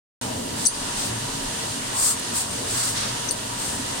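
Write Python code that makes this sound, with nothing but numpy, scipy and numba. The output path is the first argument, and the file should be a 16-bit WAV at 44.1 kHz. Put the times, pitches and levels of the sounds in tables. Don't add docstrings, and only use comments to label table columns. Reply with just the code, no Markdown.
import sys
import numpy as np
from scipy import signal
from scipy.fft import rfft, irfft
from scipy.io import wavfile
from scipy.ndimage import uniform_filter1d
from numba import njit

SR = 44100
rng = np.random.default_rng(int(sys.argv[2]) if len(sys.argv) > 2 else 0)


def inscribe(sig):
    pcm = np.round(np.clip(np.atleast_2d(sig).T, -1, 1) * 32767)
    wavfile.write(sys.argv[1], SR, pcm.astype(np.int16))


N = 176400
START_S = .2125
WAVER_DB = 2.5

# f/Hz, likeness (0 is unrelated, 1 or more is the same)
LIKENESS = [(60, 5.6), (130, 1.36), (290, 0.69), (640, -0.35), (1400, 0.0646), (8000, -0.01)]


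def undb(db):
    return 10 ** (np.asarray(db) / 20)


def unit(x):
    return x / np.sqrt(np.mean(x ** 2))


def along(points, hz):
    p = np.array(points, float)
    return np.interp(np.log(np.maximum(hz, 1)), np.log(p[:, 0]), p[:, 1])


def walk(rate):
    k = max(int(SR / rate), 2)
    steps = np.repeat(rng.standard_normal(N // k + 2), k)
    return unit(uniform_filter1d(uniform_filter1d(steps, k), k)[:N])


def sides(db):
    return undb(np.array([[1], [-1]]) * db / 2)


def swell(t, start, end, rise, fall):
    return np.sin(np.pi / 2 * np.clip(np.minimum((t - start) / rise, (end - t) / fall), 0, 1)) ** 2


def air(colour, rings=()):
    hz = np.arange(N // 2 + 1) * SR / N
    mid, side = rfft(rng.standard_normal((2, N)))
    like = np.clip(along(LIKENESS, hz), -.999, .999)
    gain = undb(along(colour, hz))
    for centre, width, db in rings:
        gain = gain * undb(db / (1 + (2 * (hz - centre) / width) ** 2))
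    stereo = mid * np.sqrt(1 + like) + np.array([[1], [-1]]) * side * np.sqrt(1 - like)
    return unit(irfft(gain * stereo, N))


def stereo_tone(phase, hz):
    apart = np.arccos(np.clip(along(LIKENESS, hz), -1, 1)) * np.array([[.5], [-.5]])
    return np.sqrt(2) * np.sin(phase + apart)


@njit
def follow(x, attack, release):
    out, level = np.empty(len(x)), 0.
    for i in range(len(x)):
        level += (x[i] - level) * (attack if x[i] > level else release)
        out[i] = level
    return out


def fans():
    # f/Hz, relative level/dB
    colour = [(15, -36), (25, -9), (66, -11.5), (108, -7.5), (142, -7.5), (192, -8), (272, -4.5),
              (315, -9.5), (357, -8.5), (853, -10), (942, -8.5), (1270, -11), (1670, -11.5), (2090, -12.5),
              (2880, -12), (9500, -14), (12400, -39), (20900, -120)]
    # f/Hz, width/Hz, gain/dB
    hood = [(924, 71, 5), (1920, 130, 3.5), (2280, 1050, -4.5), (2880, 280, 3), (4360, 400, 0),
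            (5330, 800, -2), (8780, 1030, 3)]
    # f/Hz, left minus right/dB
    balance = [(200, 0), (380, -2.5), (700, 4), (1300, 0), (2400, 0), (4400, -4), (8100, -0.5),
               (15000, 14.5)]
    level_db, swell_db, flicker_db = -29, 1.1, 2.76
    hz = np.arange(N // 2 + 1) * SR / N
    spectrum = rfft(air(colour, hood)) * sides(along(balance, hz))
    octave = np.clip(np.log2(np.maximum(hz, 1) / 32), 0, 9)
    out, shared_db = 0, swell_db * walk(2.966)
    for k in range(10):
        band = irfft(spectrum * np.maximum(1 - abs(octave - k), 0), N)
        out = out + band * undb(shared_db + flicker_db * (1 - k / 10) * walk(22.86))
    return undb(level_db) * out


def motors():
    # f/Hz, level/dB, pitch wander/Hz
    hums = [(23.5, -54, 0.94), (93.9, -51, 2.9), (117.8, -45.5, 2.45), (147, -51, 1.73), (219, -48, 2.08),
            (271.3, -45.5, 1.07), (457.2, -49, 4.13), (591, -50, 1.8), (638, -49.5, 2.3),
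            (967, -44.5, 2.31), (1734, -51.5, 2.03), (1974, -59, 3.1), (5988, -78, 11.9), (7488, -59, 3)]
    out = 0
    for hz, db, wander in hums:
        phase = 2 * np.pi * np.cumsum(hz + wander * walk(14)) / SR
        out = out + undb(db) * unit(undb(WAVER_DB * walk(11))) * stereo_tone(phase, hz)
    return out


def servos(t):
    # start/s, end/s, first f/Hz, last f/Hz, width/Hz, level/dB
    whirrs = [(0.098, 0.713, 268, 266, 13.85, -41), (0.204, .46, 950, 398.6, 260, -36.5),
              (0.978, 1.323, 116, 116.7, 14, -39), (1.92, 2.169, 995, 1309, 243, -33.5),
              (2.281, 2.44, 1350, 796, 260, -38), (2.638, 3.193, 116, 115.3, 15, -38.5),
              (2.702, 2.949, 1800, 1200, 250, -39), (3.579, 3.753, 1200, 1146, 260, -43)]
    out = 0
    for start, end, first_hz, last_hz, width, db in whirrs:
        hz = np.interp(t, [start, end], [first_hz, last_hz]) + width / 2 * walk(2 * width)
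        roughness = unit(undb(WAVER_DB * walk(2 * width)))
        level = undb(db) * swell(t, start, end, rise=.058, fall=.058) * roughness
        out = out + level * stereo_tone(2 * np.pi * np.cumsum(hz) / SR, first_hz)
    return out


def gantry(t):
    # start/s, end/s, level/dB
    trips = [(.1, 0.683, -34), (0.968, 1.2, -37.5), (2.483, 2.66, -37.5), (2.657, 3.147, -40.5)]
    # f/Hz, relative level/dB
    colour = [(40, -22), (90, 1), (150, -2.5), (250, 5), (400, -6), (800, -8), (1300, -23), (3000, -38)]
    level = sum(undb(db) * swell(t, start, end, rise=.021, fall=.021) for start, end, db in trips)
    return air(colour) * level


def compressed_air(t):
    # start/s, length/s, level/dB
    spits = [(0.67, 0.025, -24), (1.037, 0.067, -32), (3.306, 0.029, -25)]
    # f/Hz, relative level/dB
    spit_colour = [(3000, -25), (6000, -4), (9000, 7), (11000, -3), (13000, -5), (15500, -7)]
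    # f/Hz, relative level/dB
    line_colour = [(3000, -18), (8500, 0.5), (10800, -3), (11600, 3.5), (12600, -0.5), (14000, -1),
                   (15800, -4.5)]
    line_db = -45
    bursts = sum(undb(db) * swell(t, at, at + length, length / 2, length / 2) for at, length, db in spits)
    return air(spit_colour) * bursts + air(line_colour) * undb(line_db) * sides(-1)


def head(t):
    # start/s, end/s, rise/s, fall/s, hiss/dB, rush/dB, hiss left minus right/dB
    moves = [(.15, 0.295, .05, 0.05, -38.5, -41, -5), (.52, 0.69, 0.097, 0.029, -31, -34.5, -3),
             (0.93, 1.14, 0.083, 0.12, -29, -31, 3), (1.5, 1.798, 0.11, 0.1, -39, -45, 4),
             (1.911, 2.177, 0.17, 0.11, -13, -25.5, 1.5), (2.187, 2.213, .01, .02, -29, -38, 0),
             (2.312, 2.473, 0.093, 0.11, -17.5, -30, 1), (2.483, 2.64, .04, 0.034, -35.5, -39, 2),
             (2.597, 2.98, 0.23, 0.11, -22, -27.5, 1), (2.943, 3.216, .03, 0.26, -33, -25.5, 4),
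             (3.557, 3.843, 0.075, 0.17, -30, -34.5, 4)]
    # f/Hz, relative level/dB
    hiss_colour = [(1500, -18), (3000, -31.5), (4400, -11), (6200, -10.5), (7400, -2.5), (8400, 0),
                   (9300, -3.5), (10200, -13), (11500, -16.5), (15500, -19)]
    # f/Hz, width/Hz, boost/dB
    steel = [(7488, 25, 3), (8316, 25, 4), (8420, 25, 3), (8555, 25, 4), (9262, 45, 2)]
    # f/Hz, relative level/dB
    rush_colour = [(300, -10), (700, -2.5), (1200, 0), (1900, -1.5), (2400, -3), (3100, -1.5), (4400, 2),
                   (6200, 0.5), (9000, -22.5), (11000, -23), (15500, -38)]
    hiss, rush, flutter_db = 0, 0, .9
    for start, end, rise, fall, hiss_db, rush_db, pan_db in moves:
        speed = swell(t, start, end, rise, fall)
        hiss = hiss + speed * undb(hiss_db) * sides(pan_db)
        rush = rush + speed * undb(rush_db)
    noise = hiss * air(hiss_colour, steel) + rush * air(rush_colour) * sides(-1.3)
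    return noise * undb(flutter_db * walk(120))


def echoes(t, sound):
    response, delay_s = 0, .002
    for fade_s, db in ((.095, -5.5), (.35, -17)):  # cabinet, workshop; fade_s is the time to drop 60 dB
        tail = rng.standard_normal((2, N)) * np.exp(-np.log(1000) * t / fade_s) * (t > delay_s)
        response = response + undb(db) * unit(tail) / np.sqrt(N)
    return signal.fftconvolve(sound[None], response, axes=1)[:, :N]


def squeaks(t):
    # start/s, length/s, first f/Hz, last f/Hz, tone/dB, octave/dB
    slips = [(.652, .0096, 8700, 7600, -9.5, -42), (.6608, .0066, 6950, 5700, -4, -31),
             (.6668, .0056, 5150, 4300, -10, 2.5), (.673, .0024, 4650, 4450, -14, 0),
             (.738, .016, 4850, 4750, -31, -55), (3.2875, .0075, 5950, 6300, -15, -38),
             (3.3092, .0038, 4750, 4450, -14, -7)]
    # f/Hz, relative level/dB
    scrape_colour = [(3000, -38), (4400, -3), (6000, 7), (7500, -6), (9200, -14), (11000, -11),
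                     (15500, -22)]
    edge_s, scrape_db, right_db = .0012, -13.5, -10
    jitter = 1 + .026 * walk(1200)
    scrape = undb(scrape_db) * air(scrape_colour)[0]
    direct = 0
    for start, length, first_hz, last_hz, tone_db, octave_db in slips:
        hz = np.interp(t, [start, start + length], [first_hz, last_hz]) * jitter
        phase = 2 * np.pi * np.cumsum(hz) / SR
        squeal = undb(tone_db) * (np.sin(phase) + scrape) + undb(octave_db) * np.sin(2 * phase)
        direct = direct + swell(t, start, start + length, edge_s, edge_s) * squeal
    return np.array([direct, undb(right_db) * direct]) + echoes(t, direct)


def scene():
    t = np.arange(N) / SR
    machine = fans() + motors() + servos(t) + gantry(t) + head(t) + compressed_air(t) + squeaks(t)
    return machine * (t > START_S)


def record(dry):
    # acts above level/dB, squeeze ratio, reaction time/s, recovery time/s
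    quick, slow = (-21.5, 1.404, .00099, .027), (-26, 1.187, .0033, .17)
    top_hz = 15950
    for db, ratio, attack, release in (quick, slow):
        loudness = follow(np.sqrt(np.mean(dry ** 2, axis=0)), 1 / (attack * SR), 1 / (release * SR))
        dry = dry * np.maximum(loudness / undb(db), 1) ** (1 / ratio - 1)
    return signal.sosfilt(signal.ellip(10, .2, 80, top_hz, fs=SR, output="sos"), dry)


dry = scene()
out = record(dry)
inscribe(out)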